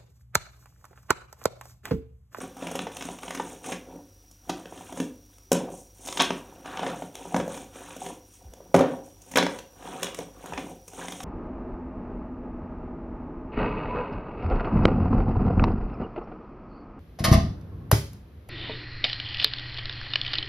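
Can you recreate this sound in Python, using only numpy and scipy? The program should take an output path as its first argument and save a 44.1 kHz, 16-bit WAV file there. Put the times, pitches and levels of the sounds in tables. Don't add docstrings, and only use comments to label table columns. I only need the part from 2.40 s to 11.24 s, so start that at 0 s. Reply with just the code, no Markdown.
import sys
import numpy as np
from scipy import signal
from scipy.fft import rfft, irfft
from scipy.io import wavfile
from scipy.ndimage import uniform_filter1d

SR = 44100
rng = np.random.default_rng(int(sys.argv[2]) if len(sys.argv) > 2 else 0)


def transcribe(signal):
    frames = np.atleast_2d(signal).T
    limited = np.clip(frames, -1, 1)
    pcm = np.round(limited * 32767).astype(np.int16)
    wavfile.write(sys.argv[1], SR, pcm)


N = 389844

# (start [s], rise [s], hold [s], crumbs [dB], grit [dB], powder [dB])
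PUSHES = [(0.0, 0.0033, 0.01, -40.5, -45.5, -47), (0.117, 0.097, 0.21, -48, -51, -51.5),
          (0.478, 0.058, 0.2, -50, -55, -51.5), (0.771, 0.058, 0.3, -51, -55.5, -52),
          (1.207, 0.054, 0.041, -44.5, -50.5, -44), (1.412, 0.063, 0.089, -52, -63.5, -73),
          (2.021, 0.071, 0.11, -53.5, -58, -59.5), (2.175, 0.17, 0.17, -53, -57.5, -56.5),
          (2.521, 0.05, 0.044, -46.5, -54, -48), (2.856, .08, .02, -72, -74, -68),
          (3.11, 0.033, .01, -35, -42.5, -43.5), (3.153, 0.044, 0.091, -44.5, -60.5, -73),
          (3.281, 0.034, 0.084, -62.5, -86, -52.5), (3.546, .12, 0.12, -52, -58, -45),
          (3.752, .05, 0.017, -38, -41, -41), (3.843, 0.023, 0.11, -61, -53, -55),
          (4.01, 0.047, 0.36, -57.5, -62.5, -68), (4.224, 0.042, 0.16, -46.5, -44, -57.5),
          (4.402, 0.027, 0.083, -38.5, -42.5, -52.5), (4.524, 0.042, 0.083, -53, -60, -55.5),
          (4.712, 0.042, 0.22, -52.5, -57, -54.5), (4.9, 0.056, 0.025, -35.5, -67, -47.5),
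          (5.038, 0.07, 0.037, -49, -50.5, -48), (5.13, 0.017, 0.079, -51.5, -60, -54.5),
          (5.288, 0.065, 0.19, -53.5, -53.5, -55), (5.565, 0.049, 0.077, -46, -54.5, -47),
          (5.835, 0.1, 0.017, -86, -70, -57.5), (5.94, 0.087, 0.29, -61.5, -72.5, -83),
          (6.339, 0.0076, 0.018, -31, -65, -48), (6.366, 0.012, 0.065, -35, -37, -62),
          (6.447, 0.035, 0.063, -45, -62, -62), (6.61, 0.038, 0.041, -64, -73, -62),
          (6.76, 0.19, .04, -52.5, -58.5, -51.5), (6.945, 0.0092, 0.0072, -55, -66, -44),
          (7.02, 0.037, 0.1, -52, -53, -53), (7.32, 0.15, 0.21, -46, -49, -53.5),
          (7.598, 0.026, 0.016, -47.5, -42.5, -46), (7.702, 0.084, .02, -46.5, -53, -52.5),
          (7.892, 0.17, 0.13, -48.5, -51, -57), (8.158, 0.014, 0.14, -48.5, -62, -57),
          (8.435, 0.12, 0.6, -52.5, -60, -50.5), (8.57, 0.016, 0.048, -43.5, -44.5, -56)]
# (falling crumbs [dB], crumbs [dB], grit [dB], fine grit [dB], powder [dB], dust [dB])
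REST_DB = (-70.5, -79, -77.5, -80, -95.5, -69)
# (frequency [Hz], level [dB per Hz])
CRUMB_COLOUR = [(76, -50), (130, 2.5), (178, -6), (237, -4), (427, -8), (518, 3), (613, -10.5), (734, 4.5),
                (828, -4), (934, -3.5), (1390, -9.5), (1510, -9.5), (2300, -21), (2990, -39), (5060, -120)]
# (frequency [Hz], level [dB per Hz])
DUST_COLOUR = [(710, 3.5), (1200, 3.5), (1380, -7.5), (1490, -0.5), (1750, -4), (1950, -5), (3560, -6.5),
               (4180, -15), (4410, -14.5), (4860, -17), (5300, -7), (6710, -6.5), (7550, -14.5),
               (9270, -14), (15700, -25)]
# (frequency [Hz], relative level [dB per Hz])
FLOOR_COLOUR = [(18, -51), (30, -7), (59, 6.5), (75, 12), (105, 1.5), (134, -33.5), (301, 0.5),
                (412, -27.5), (4020, -17), (5090, -14), (5800, -54), (6610, -20.5), (15700, -16)]
# (frequency [Hz], level [dB rms])
HUM_TONES = [(50, -61), (99.5, -64)]
# (frequency [Hz], width of each filter pass [Hz], level [dB rms])
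WHINES = [(5744, 280, -64)]
# (time [s], size [dB], thud [Hz], deep thud [dB], grit [Hz], grit [dB], snap [dB])
CRACKS = [(.167, -32, 696, -5, 1540, -12, -11), (.223, -19.5, 500, -9, 1530, -19, -32),
          (.269, -17, 720, -14, 2900, -11.5, -18), (0.309, -42, 540, -8, 1770, -15, -7),
          (0.412, -28, 750, 1.5, 3030, -24, -20), (.517, -31, 740, -22, 3220, -11, -16),
          (0.568, -32.5, 734, -22, 2800, 0, 3.5), (.609, -27.5, 716, -17, 2400, -3.5, -19),
          (.652, -28, 710, 0, 2640, -14, -6), (.786, -34.5, 748, -21, 2690, -6, -7),
          (.88, -24.5, 750, -13, 2720, -9, -33), (.974, -32, 538, 5.5, 2270, 0, -19),
          (.313, -19, 715, -29, 3010, -24, -11), (.353, -13.5, 756, -23, 2860, -19, -15.5),
          (.391, -24, 756, -7, 2950, 0.5, -10), (.468, -18, 830, -41, 1430, -16, -40),
          (.623, -24, 766, -6.5, 2600, -6.5, -8), (.687, -21, 724, -8, 2680, -13.5, -25),
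          (.832, -24.5, 1070, -14, 1440, -7, -13), (.906, -23.5, 735, -13, 1810, -4.5, -9),
          (.948, -27.5, 970, -4, 1750, -3.5, -3), (.998, -11, 900, -40, 1300, -18.5, -35),
          (1.134, -30, 510, -18, 2620, -24, -22), (1.241, -33, 500, -21, 2350, -5, -16),
          (1.261, -32.5, 504, -16, 2370, -7, 0), (1.319, -17, 520, -8, 2300, -12, -17),
          (1.558, -30.5, 490, 0.5, 1470, -31, -25), (1.912, -51, 740, -25, 3980, -14, 8),
          (2.094, -11.5, 714, -43, 3000, -19.5, -17.5), (2.096, -15.5, 315, -43, 4500, -10, -15),
          (2.256, -25.5, 517, -35, 2630, -11.5, -38), (2.324, -23, 729, -30, 2420, -35, -33),
          (2.376, -36.5, 713, -8, 3130, -5, -10), (2.524, -20.5, 680, -22, 3010, -21, -17),
          (2.574, -22, 527, -6, 1540, -19, -33), (2.601, -17, 412, 2, 2420, -9.5, -12.5),
          (2.983, -42.5, 533, -24, 2150, -13, -1), (3.117, 0, 520, -16.5, 2930, -22.5, -15),
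          (3.128, -13, 530, -1, 2500, -21, -1), (3.66, -38.5, 724, -27, 3040, -17, 9),
          (3.672, -27, 750, -23, 3980, -8.5, -1), (3.686, -22, 745, -37, 3770, -7, -19),
          (3.725, -26, 930, -24, 3670, -3, 0), (3.772, -20.5, 550, -40, 3570, -0.5, -9),
          (3.794, -19, 850, -5, 3500, -1, -24), (3.8, -15, 905, -21, 3520, 2, -22),
          (3.807, -10.5, 720, -40, 4350, 0, -14.5), (3.813, -16, 930, -8, 3520, 0, -35),
          (3.82, -11, 730, -44, 1550, -8, -5), (3.905, -7.5, 900, -13, 2400, -13.5, -33),
          (4.258, -22.5, 970, -13, 1450, -10, -45), (4.372, -23.5, 864, -19, 3100, -6, -40),
          (4.393, -16.5, 940, -15, 3020, -14, -41), (4.431, -13.5, 720, -38, 1480, -15, -42),
          (4.465, -20, 540, -18, 1580, -7.5, -32), (4.5, -35, 517, -14, 1660, 1, -30),
          (4.621, -18, 696, -12, 3060, -25, -32), (4.753, -29.5, 710, -29, 3230, -5, 2),
          (4.854, -23, 750, -32, 3260, -33, -24), (4.944, -4, 780, -8.5, 1450, -21, -46),
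          (4.963, -15.5, 503, -3, 1490, -9, -13), (4.999, -16, 540, -23, 1570, -14, -36),
          (5.01, -26, 910, -7, 1450, -9, -30), (5.078, -16, 520, -11, 1810, -38, -20),
          (5.144, -30, 720, -16, 1620, -9, -12), (5.175, -31, 910, -1, 1570, -7.5, -6),
          (5.357, -26, 540, -28, 2160, -18, -23), (5.506, -33.5, 960, -33, 3020, -6, -20),
          (5.564, -26, 560, -7.5, 3190, -21, -8.5), (5.663, -34.5, 515, -26.5, 2900, 0, -3),
          (6.136, -33, 523, -30, 2310, -19, -6), (6.204, -30.5, 543, -37, 1500, -30, -32),
          (6.343, 5, 546, -12.5, 1360, -24, -31), (6.348, 0.5, 777, -19, 1640, -22, -23),
          (6.361, -4, 745, -19, 1445, -20, -22), (6.391, -9.5, 530, -10.5, 1400, -17, -21),
          (6.408, -2, 523, -9, 1860, -32, -31), (6.818, -49, 530, -23, 2940, -17, 8.5),
          (6.914, -31, 540, -15, 2190, -11, -3), (6.937, -29.5, 732, -2.5, 1720, -5, -16),
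          (6.957, -7.5, 493, -11, 3300, -6.5, -14), (6.971, -3, 533, -12.5, 1410, -9.5, -12.5),
          (6.983, -4, 730, -41, 4000, -9, -33), (6.999, -12, 400, -14, 1560, -11, -35),
          (7.026, -9.5, 530, -38, 1650, -9, -30), (7.033, -11.5, 490, -8, 1870, -21, -19),
          (7.065, -13, 530, -33, 1460, -6, -23), (7.187, -30.5, 477, -29, 3800, -3.5, -2),
          (7.425, -33, 740, -29, 1500, -8, -20), (7.63, -17, 530, -51, 3300, -4, -2.5),
          (7.643, -24, 500, -18, 3100, -8.5, 0.5), (7.668, -31, 734, -29, 3210, 1.5, -5),
          (7.745, -40, 510, -35, 2400, 5, 9.5), (7.788, -16, 493, -10.5, 2260, -18.5, -13),
          (8.039, -29, 528, -15, 2570, -25, -21), (8.059, -22, 1010, -32, 1460, -27, -11.5),
          (8.123, -18.5, 910, -27, 1570, -27, -36), (8.134, -25, 510, -15, 1550, -5, -32),
          (8.176, -24, 720, -4, 2600, 0.5, -32), (8.479, -37, 490, -15, 2360, -11, 3),
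          (8.533, -30, 754, -13, 1470, -18, -23), (8.593, -19.5, 750, -19, 1490, -37, -31),
          (8.683, -24, 704, -12, 3000, -5.5, -13), (8.721, -25.5, 760, -22, 3040, -7, -7),
          (8.803, -35, 778, -30, 3020, 1, -9), (8.832, -35, 494, -10, 3000, -9, 3)]
# (frequency [Hz], relative level [dB], time to fall 60 dB [s])
RINGING_MODES = [(182.1, 7.5, 0.24), (235, -27, 0.43), (300.4, -2, 0.56), (398.3, 6, 0.26),
                 (528, -11.5, 0.38), (557.6, -2, 0.59), (717, -7, 0.39), (768, -5, 0.46), (983, 8.5, 0.23),
                 (1027, 15.5, 0.047), (1508, 3.5, 0.087)]
# (frequency [Hz], time to fall 60 dB [s], relative level [dB])
WALLS = [(100, 0.46, -0.5), (300, 0.37, 4), (700, 0.53, -8.5), (1910, 0.32, 1.5), (4460, 0.28, 2),
         (10800, 0.15, 0)]
# (time [s], peak [dB], base pitch [Hz], swell [s])
BUMPS = [(4.975, -44, 103, 0.016), (5.088, -50, 128, 0.018), (6.05, -40, 82, 0.026),
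         (6.349, -29, 125, 0.017), (8.125, -41, 84.5, 0.017)]

RISE_DB, RELEASE_DB_PER_S = 22, 212
FALLING_DB, FINE_GRIT_DB, DUST_DB = -2.0, -2, -33
FINE_FROM_POWDER, DUST_FOLLOWS = 0.4, 0.54
GRINDING_HOLDS = 0.19
UNEVEN_DB, UNEVEN_PER_S = 0.5, 9.0
POWDER_PEAK_HZ, POWDER_PEAK_WIDTH_HZ = 8740, 1040
POWDER_PEAK_DB = -16.5
FLOOR_DB = -61.5
HUM_WAVER, HUM_WAVER_PER_S = 0.35, 14.0
DEEP_HZ, DEEP_SPREAD_HZ = 252.6, 18
SPRAY_S, SPRAY_SPREAD = 0.011, 0.3
BUMP_SAG_PER_S = 6.0
CUTOFF_HZ = 15850


def from_db(db):
    return 10 ** (np.asarray(db) / 20)


def rms_one(x):
    return x / np.sqrt(np.mean(x ** 2) + 1e-20)


def peak_one(x):
    return x / np.abs(x).max()


def at_hz(points, hz):
    table = np.array(points)
    return np.interp(np.log(hz), np.log(table[:, 0]), table[:, 1])


def band(x, low_hz, high_hz):
    return signal.sosfilt(signal.butter(2, [low_hz, high_hz], "band", fs=SR, output="sos"), x)


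def coloured(x, spectrum):
    hz = np.linspace(1, SR / 2, 2049)
    cepstrum = irfft(at_hz(spectrum, hz) * np.log(10) / 20)
    cepstrum[1:2048] *= 2
    cepstrum[2049:] = 0
    short_filter = irfft(np.exp(rfft(cepstrum)))
    return signal.fftconvolve(x, short_filter)[:len(x)]


def resonance(x, hz, width_hz):
    radius = np.exp(-np.pi * width_hz / SR)
    angle = 2 * np.pi * hz / SR
    return signal.lfilter([1, 0, -1], [1, -2 * radius * np.cos(angle), radius * radius], x)


def ringing(t, t60_share=1):
    return sum(from_db(db - 60 * t / (t60 * t60_share)) * np.sin(2 * np.pi * hz * t)
               for hz, db, t60 in RINGING_MODES)


def pushes():
    t = np.arange(0, N + 64, 64) / SR
    power = 1e-12
    for start_s, rise_s, hold_s, *levels_db in PUSHES:
        rise = np.clip((t - start_s) / max(rise_s, .002), 0, 1)
        since_release_s = np.maximum(t - start_s - rise_s - hold_s, 0)
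        shape_db = -RISE_DB * (1 - rise) - RELEASE_DB_PER_S * since_release_s
        push_gain = from_db(shape_db + np.reshape(levels_db, (-1, 1)))
        power = power + (t >= start_s) * push_gain ** 2
    return t, 10 * np.log10(power)


def grains(per_s, spread_db, burst_s, smooth):
    born = rng.random(N) < per_s / SR
    sizes = born * from_db(spread_db * np.minimum(rng.exponential(1, N), 3))
    bursts = signal.lfilter([1], [1, -np.exp(-1 / (burst_s * SR))], sizes)
    envelope = rms_one(bursts) + smooth
    work = np.sqrt(uniform_filter1d(envelope ** 2, size=SR // 12))
    return envelope / work * rng.standard_normal(N)


def layer(spectrum, low_hz, high_hz, count, **grain):
    edges = np.geomspace(low_hz, high_hz, count + 1)
    streams = sum(band(grains(**grain), low, high) for low, high in zip(edges, edges[1:]))
    return rms_one(coloured(streams, spectrum))


def crumbling():
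    t, (crumbs_db, grit_db, powder_db) = pushes()
    falling_db = crumbs_db + FALLING_DB - GRINDING_HOLDS * (grit_db - crumbs_db)
    fine_db = grit_db + FINE_FROM_POWDER * (powder_db - grit_db) + FINE_GRIT_DB
    dust_db = DUST_DB + DUST_FOLLOWS * powder_db
    levels_db = np.array([falling_db, crumbs_db, grit_db, fine_db, powder_db, dust_db])
    knots = rng.standard_normal((6, 400))
    uneven = [np.interp(t * UNEVEN_PER_S, np.arange(len(k)), k) for k in knots]
    levels_db += UNEVEN_DB * np.array(uneven)
    gains = np.hypot(from_db(levels_db), from_db(REST_DB)[:, None])

    falling = layer(CRUMB_COLOUR, 160, 422, count=1, per_s=80., spread_db=4.5, burst_s=0.0045, smooth=0.41)
    crumbs = layer(CRUMB_COLOUR, 468, 985, count=2, per_s=90., spread_db=7.0, burst_s=0.0035, smooth=0.055)
    grit = layer(CRUMB_COLOUR, 1006, 2020, count=2, per_s=220., spread_db=4.0, burst_s=0.004, smooth=0.3)
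    fine = layer(DUST_COLOUR, 2150, 4450, count=2, per_s=150., spread_db=2.5, burst_s=0.0025, smooth=0.7)
    powder = layer(DUST_COLOUR, 5760, 10650, count=2, per_s=260., spread_db=2.0, burst_s=0.0021, smooth=0.5)
    dust = layer(DUST_COLOUR, 12000, 22000, count=1, per_s=380., spread_db=3.0, burst_s=0.0018, smooth=0.6)
    bright = resonance(powder, POWDER_PEAK_HZ, POWDER_PEAK_WIDTH_HZ)
    powder = rms_one(powder + from_db(POWDER_PEAK_DB) * bright)

    sizes = [falling, crumbs, grit, fine, powder, dust]
    return sum(np.interp(np.arange(N) / SR, t, gain) * x for gain, x in zip(gains, sizes))


def background():
    t = np.arange(N) / SR
    out = from_db(FLOOR_DB) * rms_one(coloured(rng.standard_normal(N), FLOOR_COLOUR))
    for hz, db in HUM_TONES:
        drift = np.interp(t * HUM_WAVER_PER_S, np.arange(200), rng.standard_normal(size=200))
        waver = 1 + HUM_WAVER * drift
        out += from_db(db) * waver * np.sqrt(2) * np.sin(2 * np.pi * hz * t)
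    for hz, width_hz, db in WHINES:
        once = resonance(rng.standard_normal(N), hz, width_hz)
        out += from_db(db) * rms_one(resonance(once, hz, width_hz))
    return out


def soft_thud(t, hz):
    return -np.sin(2 * np.pi * hz * t) * np.exp(-t * hz / 1.54) * np.minimum(t * hz * 2, 1)


def cracks():
    length = 4096
    out, t = np.zeros(N + length), np.arange(length) / SR
    noise = rng.standard_normal((len(CRACKS), 3, length))
    for crack, (noise_a, noise_b, noise_c) in zip(CRACKS, noise):
        start_s, size_db, thud_hz, deep_db, grit_hz, grit_db, snap_db = crack
        deep_hz = DEEP_HZ + DEEP_SPREAD_HZ * noise_a[0]
        spray_s = SPRAY_S * np.exp(SPRAY_SPREAD * noise_b[0])
        age = 4 * t / spray_s
        spray = np.sqrt(age) * np.exp(-age)

        rough = peak_one(band(noise_c * spray, 212, 790))
        grit = peak_one(band(coloured(noise_a * spray, DUST_COLOUR), 940, 5600))
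        grit = grit + 0.8 * peak_one(resonance(grit, grit_hz, 1100))
        snap = peak_one(band(coloured(noise_b * spray, DUST_COLOUR), 6000, 16000))

        burst = 0.64 * soft_thud(t, thud_hz) + 0.26 * rough
        burst += from_db(deep_db) * soft_thud(t, deep_hz)
        burst += from_db(grit_db) * grit + from_db(snap_db) * snap
        at = round(start_s * SR)
        out[at:at + length] += from_db(size_db) * burst
    return out[:N]


def tray(x, ring_db, t60_share):
    ring = ringing(np.arange(SR // 4) / SR, t60_share)
    return x + from_db(ring_db) * signal.fftconvolve(x, ring)[:N]


def room(x, modes_db, walls_db, build_s):
    t = np.arange(SR) / SR
    edges = 80 * 2 ** np.arange(0, 8, .5)
    centres = np.sqrt(edges[1:] * edges[:-1])
    t60s = at_hz(WALLS, centres)
    levels_db = at_hz(np.array(WALLS)[:, ::2], centres)
    white = rng.standard_normal((2, SR))
    walls = sum(band(white[k % 2], edges[k], edges[k + 1]) * from_db(levels_db[k] - 60 * t / t60s[k])
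                for k in range(len(centres)))
    build_up = 1 - np.exp(-t / build_s)
    echo = (from_db(modes_db) * ringing(t) + from_db(walls_db) * walls) * build_up
    return signal.fftconvolve(x, echo)[:N]


def bumps():
    out, t = np.zeros(N), np.arange(N) / SR
    for start_s, peak_db, hz, swell_s in BUMPS:
        since_s = t - start_s
        age = np.maximum(since_s, 0) / swell_s
        swell = age * np.exp(1 - age)
        sag = 1.15 - BUMP_SAG_PER_S * np.clip(since_s, 0, .06)
        out += from_db(peak_db) * swell * np.sin(2 * np.pi * hz * since_s * sag)
    return out


def scene():
    chalk = tray(band(crumbling() + cracks(), 167, 19000), ring_db=-51.0, t60_share=0.055)
    echoes = room(chalk, modes_db=-59.0, walls_db=-33, build_s=0.0095)
    mid = chalk + echoes + bumps() + background()
    return np.array([mid, mid])


def record(dry):
    side = from_db(-74) * band(rng.standard_normal(N), 200, 8500)
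    clipped = np.clip(dry, -.95, .95) + side * [[1], [-1]]
    return signal.sosfilt(signal.ellip(12, .3, 70, CUTOFF_HZ, fs=SR, output="sos"), clipped)


dry = scene()
out = record(dry)
transcribe(out)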